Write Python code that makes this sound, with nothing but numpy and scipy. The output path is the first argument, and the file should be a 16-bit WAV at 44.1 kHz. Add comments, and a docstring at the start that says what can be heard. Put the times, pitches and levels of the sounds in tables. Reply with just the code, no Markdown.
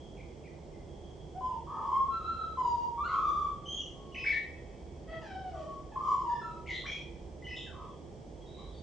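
"""A town rumbles throughout, and small birds chirp far off. After a second a blackbird on a roof gutter
sings low fluty whistles and warbles, then a thin twitter. At five seconds its second phrase opens with
soft creaks, turns fluty and twitters again. Faint notes and far chirps end the scene.
The two sides of the bird's voice organ, the syrinx, glide and trill to make the notes;
house walls smear each one into a ringing tail."""
import sys
import numpy as np
from scipy import signal
from scipy.fft import rfft, irfft, next_fast_len
from scipy.io import wavfile
from scipy.ndimage import uniform_filter1d

SR = 44100
rng = np.random.default_rng(int(sys.argv[2]) if len(sys.argv) > 2 else 0)


def int16_out(signal):
    """Quantize to a 16-bit WAV file."""
    q = np.round(np.clip(np.atleast_2d(signal).T, -1, 1) * 32767)
    wavfile.write(sys.argv[1], SR, q.astype(np.int16))


N = 388962
TIME = np.arange(N) / SR


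def undb(db):
    """Turn decibels into a gain."""
    return 10 ** (np.asarray(db) / 20)


def wander(rate, size):
    """A smooth random wobble, about 1 in size, with `rate` new values a second."""
    hold = max(int(SR / rate), 1)
    steps = np.repeat(rng.standard_normal(size // hold + 1), hold)
    return 1.39 * uniform_filter1d(uniform_filter1d(steps, hold), hold)[:size]


def colour(x, points):
    """Turn lows and highs up or down along a curve of (f/Hz, level/dB) points."""
    hz, db = np.transpose(points)
    size = next_fast_len(len(x), True)
    f = np.maximum(np.fft.rfftfreq(size, 1 / SR), 1)
    return irfft(rfft(x, size) * undb(np.interp(np.log(f), np.log(hz), db)), size)[:len(x)]


# Traffic noise from low to high: f/Hz, relative level/dB
TRAFFIC_COLOUR = [(15, -35), (25, -7), (59, -2.5), (101, -7), (143, -3.5), (284, -10), (381, -5.5),
                  (815, -16), (1400, -36), (2280, -33.5), (2710, -38), (3300, -32), (3820, -39.5),
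                  (5520, -36), (8800, -44.5), (11400, -73), (19400, -120)]
# How wide it sounds: f/Hz, relative level of the part that differs between the ears/dB
TRAFFIC_WIDTH = [(60, -11), (100, -8.5), (180, -6), (310, -6.5), (540, -5), (930, -2), (1620, 3),
                 (2800, -5), (4850, -0.5), (8390, 1)]
# Which way it leans: f/Hz, left minus right/dB
TRAFFIC_PAN = [(60, -0.5), (100, -9), (180, -1.5), (310, -4.5), (540, -1), (930, -2), (1620, -1.5),
               (2800, -0.5), (4850, -0.5), (8390, 0)]


def traffic(level_db=-49.58, width_db=-2):
    """Distant traffic: a steady rumble a little to the right, with a wide faint hiss on top."""
    mid = colour(rng.standard_normal(N), TRAFFIC_COLOUR)
    side = colour(rng.standard_normal(N), TRAFFIC_COLOUR)
    side = colour(side, TRAFFIC_WIDTH) * undb(width_db)
    ears = [colour(mid + sign * side, [(hz, sign * db / 2) for hz, db in TRAFFIC_PAN])
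            for sign in (1, -1)]
    return np.array(ears) / np.std(mid) * undb(level_db)


# Engine hums: f/Hz, width/Hz, relative level/dB
ENGINE_BANDS = [(50.3, 8.2, -56.5), (74, 7, -55), (145.7, 20, -61), (340.3, 8.5, -60)]
# How they rise and fall: t/s, relative level/dB
ENGINE_SWELL = [(0, -1.5), (0.8, -2), (1.3, 1), (2.6, -2), (3.3, 1), (4.2, -3), (4.7, 2.5), (5.3, 1.5),
                (6.2, -1), (7.2, 3.5), (8.0, -4.5), (8.8, 3)]


def engines():
    """Far engines to the right: narrow bands of noise that swell together."""
    f = np.fft.rfftfreq(N, 1 / SR)
    bands = sum(undb(db) / np.sqrt(width) * np.exp(-((f - hz) / width) ** 2)
                for hz, width, db in ENGINE_BANDS)
    hum = irfft(rfft(rng.standard_normal(N)) * bands, N) * np.sqrt(SR / 2)
    swell = undb(np.interp(TIME, *np.transpose(ENGINE_SWELL)) - 1.5)
    return hum * swell * undb([[-2.2], [2.2]])


def scatter(fade):
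    """Countless tiny echoes that fade away, returning all pitches about equally."""
    spectrum = rfft(rng.standard_normal(len(fade)) * fade)
    smooth_power = uniform_filter1d(np.abs(spectrum) ** 2, 35)
    return irfft(spectrum / np.sqrt(smooth_power), len(fade))[:-len(fade) // 10]


def wall_ring(x, level_db, t60_s, build_s, late_db, late_t60_s, spread):
    """Sound between houses builds up, dies fast and leaves a faint tail (t60: time to fall 60 dB)."""
    t = TIME[:SR]
    fade = 10 ** (-3 * t / t60_s) + undb(late_db) * 10 ** (-3 * t / late_t60_s)
    fade *= 1 - np.exp(-t / build_s)
    mid, side = scatter(fade), scatter(fade)
    ears = [signal.fftconvolve(x, mid + sign * spread * side)[:N] for sign in (1, -1)]
    return undb(level_db) * np.array(ears)


# Bounces off the roof and house fronts: delay/s, level/dB, left minus right/dB
HOUSE_ECHOES = [(0.0134, -12.5, 6), (0.0224, -11.5, -2.5), (.041, -14, 5.5), (.053, -25, 5),
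                (.0585, -15, 0.5), (.1, -19.5, 4)]


def house_echoes(x):
    """Single echoes that beat against the gliding notes."""
    return sum(undb(db + np.array([[pan], [-pan]]) / 2) * np.interp(TIME - delay, TIME, x, left=0)
               for delay, db, pan in HOUSE_ECHOES)


def glide(row, settle, rise_db, sag_db, narrowing, widest=.026, arch=0):
    """The path of one note: the pitch slides, the level swells and sags, the trill opens and narrows."""
    start, length, first_hz, last_hz, db, crest, depth = row
    progress = np.linspace(0, 1, 41)
    hz = first_hz + (last_hz - first_hz) * np.expm1(-settle * progress) / np.expm1(-settle)
    hz *= 1 + arch * np.sin(np.pi * progress)
    swell = np.interp(progress, [0, crest, 1], [rise_db, 0, sag_db])
    opening = np.interp(progress, [0, widest, 1], [.5, 1, 1 - narrowing])
    return np.transpose([start + length * progress, hz, db + swell, depth * opening])


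def syrinx(path, trill_hz, second_db, third_db, upper_db, rasp_db, waver=.0034, flutter_db=2):
    """One side of the voice organ vibrates along a path of (t/s, f/Hz, level/dB, trill depth/share)."""
    times, *columns = np.transpose(path)
    edge_s, grit = .002, 5
    span = np.flatnonzero((TIME > times[0]) & (TIME < times[-1] + edge_s))
    t, size = TIME[span], len(span)
    hz, db, depth = (np.interp(t, times, column) for column in columns)
    pace, drift, effort, shake = (wander(rate, size) for rate in (40.28, 150.8, 86.5, 688))
    trill = np.cos(2 * np.pi * np.cumsum(trill_hz * (1 + .116 * pace)) / SR)
    hz = hz * (1 + depth * trill + waver * drift)
    phase = 2 * np.pi * np.cumsum(hz) / SR
    # the windpipe, a tube closed at one end, favours the odd harmonics
    levels = [second_db, third_db] + [upper_db - 3.5 * (k - 5) - 6 * (k % 2 == 0) for k in range(4, 8)]
    # in hoarse notes the membranes close unevenly, which blurs the overtones
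    hoarse = np.full(size, undb(rasp_db))
    blur = grit * hoarse * shake
    overtones = sum(undb(level) * np.sin(k * phase + np.sqrt(k) * blur) * (k * hz < SR / 2)
                    for k, level in enumerate(levels, 2))
    gate = np.clip(np.minimum(t - t[0], t[-1] - t) / (2 * edge_s), 0, 1)
    strength = undb(db + flutter_db * effort) * np.sin(np.pi / 2 * gate) ** 2
    return span, strength * np.array([np.sqrt(2) * np.sin(phase), np.sqrt(2) * overtones, hoarse])


# How the throat and open beak shape the overtones: f/Hz, level/dB
THROAT_COLOUR = [(1400, -6), (2400, -4.5), (3150, 2.5), (3700, -9), (4050, -7.5), (4400, -7.5), (4900, 0),
                 (5350, -3), (5800, -3.5), (6250, -2.5), (6600, -4), (7050, 4.5), (7500, -1.5),
                 (8800, -15.5)]
# The hiss in a hoarse voice: f/Hz, relative level/dB
RASP_HISS = [(600, -24.5), (1500, -6), (2800, 12.5), (3900, 11), (5400, 0.5), (6400, -3.5), (8500, -25)]


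def throat(notes):
    """Join notes into a song: the throat colours their overtones, and hiss adds the rasp."""
    tracks = np.zeros((3, N))
    for span, parts in notes:
        tracks[:, span] += parts
    tone, overtones, rasp = tracks
    hiss = colour(rng.standard_normal(N), RASP_HISS)
    hiss /= np.sqrt(np.mean(hiss ** 2))
    return tone + colour(overtones, THROAT_COLOUR) + rasp * hiss


# Far calls, in the seven glide columns: t/s, length/s, first f/Hz, last f/Hz, relative level/dB,
# loudest point/share of length, trill depth/share of pitch
FAR_CHIRPS = [ (0.167, 0.05, 2620, 2180, -55, .6, 0.092), (0.434, 0.048, 2620, 2150, -54, 0.48, 0.1),
              (0.731, 0.034, 2166, 2030, -59, 0.76, 0.033), (3.947, 0.35, 1105, 1093, -60, 0.23, 0.0046),
              (8.415, 0.026, 3290, 3280, -61, .1, .01), (8.46, 0.203, 3760, 3900, -56.5, 0.38, 0.027),
              (8.692, 0.14, 3420, 3670, -61, .9, 0.018), (8.738, 0.094, 4510, 4550, -61, 0.72, 0.011), ]
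# A thin, distant chorus: t/s, relative level/dB
FAR_CHORUS = [(0, -62), (.13, -65), (.35, -74), (.7, -85), (.95, -67.5), (1.5, -71), (2.3, -70.5),
              (2.901, -76), (3.6, -69.5), (7.6, -86.5), (7.85, -67), (8.1, -81), (8.8, -71)]


def far_birds(chorus_hz=3280, chorus_depth=.033):
    """Small birds in other gardens: single calls over one wavering tone for the chorus."""
    calls = [syrinx(glide(row, settle=1.7, rise_db=-4.5, sag_db=0, narrowing=.11),
                    trill_hz=42.1, second_db=-30, third_db=-49, upper_db=-65, rasp_db=-18.5)
             for row in FAR_CHIRPS]
    chorus = syrinx([(t, chorus_hz, db, chorus_depth) for t, db in FAR_CHORUS], trill_hz=51.5,
                    second_db=-14.5, third_db=-36.5, upper_db=-58, rasp_db=-30, waver=.012, flutter_db=3.5)
    return calls + [chorus]


# Fluty notes: the seven glide columns, 2nd harmonic/dB, 3rd harmonic/dB, upper harmonics/dB
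WHISTLE_NOTES = [ (1.347, .046, 677, 771, -37, 0.36, .005, -18, -30.5, -35),
                 (1.407, 0.076, 1008, 1016, -26.5, 0.56, .005, -44, -36.5, -38),
                 (1.481, 0.07, 959, 939, -36, 0.76, 0.051, -42.5, -31.5, -35.5),
                 (1.915, 0.099, 1030, 1083, -22, 0.45, 0.018, -34.5, -35, -40.5),
                 (2.028, 0.08, 1083, 1077, -30.5, 0.46, .005, -40, -33.5, -42),
                 (2.104, .1, 1336, 1344, -30.5, 0.38, 0.0057, -27.5, -16.5, -43),
                 (2.198, 0.14, 1278, 1351, -30, 0.81, .02, -28, -14.5, -43),
                 (2.33, .2, 1341, 1312, -30.5, 0.35, 0.015, -31.5, -14.5, -42.5),
                 (2.571, .06, 1049, 987, -25, .5, .006, -33.5, -36.5, -39.5),
                 (2.63, 0.26, 978.7, 939.3, -24, 0.11, 0.0075, -40.5, -38.5, -32),
                 (2.975, .066, 1094, 1201, -27, 0.81, 0.017, -25.5, -26, -43),
                 (3.034, .045, 1259, 1462, -31.5, 0.61, .015, -21.5, -17, -38.5),
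                 (5.956, .042, 1055, 1064, -28.5, 0.18, 0.029, -32, -38, -39),
                 (6.239, 0.12, 957, 957, -25.5, 0.62, 0.013, -32.5, -36, -35),
                 (6.294, 0.12, 1742, 1761, -44, 0.93, 0.011, -11.5, -16.5, -52),
                 (6.414, 0.13, 1356, 1308, -35, 0.24, 0.018, -23, -21, -34),
                 (7.653, .075, 2015, 1340, -51.5, 0.26, 0.023, -25, -30, -50), ]


def whistles():
    """The blackbird's low, nearly pure notes, with a slight quiver."""
    return [syrinx(glide(row, settle=2.6, rise_db=-8.5, sag_db=-11, narrowing=.1),
                   trill_hz=26.24, second_db=second, third_db=third, upper_db=upper, rasp_db=-48)
            for *row, second, third, upper in WHISTLE_NOTES]


# Rolling notes: columns as in WHISTLE_NOTES
WARBLE_NOTES = [ (1.671, 0.26, 1086, 1007, -32.5, 0.98, 0.2, -32, -35.5, -36.5),
                (1.68, 0.18, 1620, 1710, -63.5, .4, 0.095, -20.5, -19.5, -39),
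                (3.074, 0.16, 1201, 1192, -27.5, 0.81, .15, -27, -26, -38),
                (3.213, 0.28, 1191, 1144, -27, 0.26, 0.047, -31, -25.5, -37.5),
                (5.987, .245, 1134, 1029, -29, 0.54, .1, -32.5, -33, -33),
                (7.723, .195, 1118, 1069, -47.5, .45, 0.15, -31, -41, -50),
                (8.568, .11, 1078, 1110, -56.5, 0.32, 0.09, -4.5, -10, -18), ]


def warbles():
    """Deep trills that open wide, then narrow toward a plain tone."""
    return [syrinx(glide(row, settle=.3, rise_db=-6, sag_db=-6, narrowing=.65, widest=.38, arch=.012),
                   trill_hz=34.87, second_db=second, third_db=third, upper_db=upper, rasp_db=-42.5)
            for *row, second, third, upper in WARBLE_NOTES]


# Reedy notes: columns as in WHISTLE_NOTES
CREAK_NOTES = [ (5.075, 0.092, 639, 653.4, -43, .6, 0.01, -5, -1, -16),
               (5.213, .135, 996, 760, -45.5, 0.11, 0.015, 4, -7.5, -10),
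               (5.335, .095, 772, 765, -42, 0.13, 0.019, -6, -22, -17),
               (5.435, .085, 764, 736.5, -36, 0.62, .01, -10.5, -25.5, -28),
               (5.515, .195, 720.4, 608.7, -40.5, .25, 0.036, -16.5, -22, -26),
               (5.531, .12, 1226, 1150, -50, 0.17, .035, -25, -36, -17.5),
               (5.665, 0.14, 1142, 1111, -44.5, 0.24, 0.015, -30, -33, -27.5),
               (5.918, 0.04, 877, 850, -45.5, 0.079, 0.0054, -7.5, -19.5, -29), ]


def creaks():
    """Soft notes, rich in overtones, that mostly slide downward."""
    return [syrinx(glide(row, settle=4.2, rise_db=-6, sag_db=-4, narrowing=.1),
                   trill_hz=26.26, second_db=second, third_db=third, upper_db=upper, rasp_db=-31.5)
            for *row, second, third, upper in CREAK_NOTES]


# High twitter: the seven glide columns, 2nd harmonic/dB, 3rd harmonic/dB, rasp/dB
BUZZ_NOTES = [ (3.073, 0.047, 1927, 2155, -51, 0.37, 0.067, 7.5, -37, -32),
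              (3.655, .13, 3038, 3270, -33.5, 0.86, 0.026, -12.5, -41, -33),
              (3.773, .09, 3150, 3058, -40, 0.34, 0.09, -9.5, -39, -31),
              (4.118, 0.084, 2885, 3056, -42, 0.46, 0.019, -14, -47, -30),
              (4.233, 0.06, 2600, 2585, -41.5, 0.3, .012, -7.5, -26, -23),
              (6.657, .04, 2020, 3080, -44.5, 0.73, 0.17, -21, -47, -26),
              (6.67, 0.1, 2284, 1953, -33, 0.4, 0.051, -32, -23.5, -17),
              (6.701, 0.13, 3286, 3790, -42, 0.38, 0.15, -25, -47, -19),
              (6.881, 0.11, 2305, 2393, -38.5, 0.15, .06, -35, -49, -17),
              (6.86, 0.112, 3174, 3295, -38.5, .6, 0.032, -20.5, -40, -26),
              (6.855, .11, 5700, 5630, -52.5, 0.083, .04, -50, -60, -20),
              (7.44, .1, 3010, 2953, -45.5, 0.16, 0.038, -20, -42, -24),
              (7.481, .14, 2526, 2678, -44, 0.36, 0.026, -9.5, -35, -27),
              (7.555, 0.097, 3293, 3404, -42, 0.13, .14, -21, -44, -22), ]


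def buzzes():
    """Hoarse notes, often two at once, trilled so fast that they buzz."""
    return [syrinx(glide(row, settle=2.4, rise_db=-7, sag_db=-10.5, narrowing=.32),
                   trill_hz=77.8, second_db=second, third_db=third, upper_db=-54, rasp_db=rasp)
            for *row, second, third, rasp in BUZZ_NOTES]


# Sharp chips: t/s, length/s, top f/Hz, dip f/Hz, held f/Hz,
# first level/dB, held level/dB, last level/dB (all three relative), 2nd harmonic/dB, rasp/dB
CHIP_NOTES = [ (4.144, .084, 3080, 1857, 2570, -31, -37, -31, -22.5, -25),
              (4.238, 0.08, 2620, 1458, 2247, -27.5, -23, -28, -28, -26),
              (4.32, 0.07, 2283, 1732, 1880, -20, -31.5, -47, -12.5, -19.5),
              (6.839, 0.048, 1127, 1079, 2345, -42.5, -34, -38, -29, -17), ]


def chips(dive_s=.011, spring_s=.016, dip_db=-11.5, depth=.026):
    """The pitch dives, the voice thins at the bottom, then springs back to a held tone."""
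    notes = []
    for start, length, top_hz, dip_hz, held_hz, first_db, held_db, last_db, second, rasp in CHIP_NOTES:
        path = [(start, top_hz, first_db, 0),
                (start + dive_s, dip_hz, first_db + dip_db, 0),
                (start + dive_s + spring_s, held_hz, held_db, depth),
                (start + length, held_hz, last_db, depth / 2)]
        notes.append(syrinx(path, trill_hz=69.7, second_db=second, third_db=-49, upper_db=-59,
                            rasp_db=rasp))
    return notes


# Three stuttering pips: t/s, length/s, relative level/dB
PIP_NOTES = [(7.422, 0.015, -44), (7.466, 0.017, -38.5), (7.508, 0.015, -35)]


def pips(hz=2003, fade_db=-9):
    """Tiny fading notes on one pitch."""
    return [syrinx([(start, hz, db, 0), (start + length, hz, db + fade_db, 0)],
                   trill_hz=0, second_db=-29, third_db=-30, upper_db=-50, rasp_db=-21)
            for start, length, db in PIP_NOTES]


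def scene(near_db=-7, far_db=-6):
    """The town, the far birds and the blackbird, heard among the houses."""
    town = traffic() + engines()
    song = throat(whistles() + warbles() + creaks() + buzzes() + chips() + pips())
    chirps = throat(far_birds())
    song_ring = wall_ring(song, level_db=-6, t60_s=.43, build_s=.0038,
                          late_db=-26, late_t60_s=1.55, spread=.54)
    chirp_ring = wall_ring(chirps, level_db=-5.5, t60_s=.42, build_s=.01,
                           late_db=-17.5, late_t60_s=2.1, spread=.6)
    neighbours = undb(far_db) * chirps + chirp_ring
    blackbird = undb(near_db) * song + house_echoes(song) + song_ring
    return town + neighbours + blackbird


def record(dry, top_hz=8850):
    """Cut the highest treble steeply."""
    return signal.sosfilt(signal.ellip(10, .2, 70, top_hz, fs=SR, output="sos"), dry)


dry = scene()
out = record(dry)
int16_out(out)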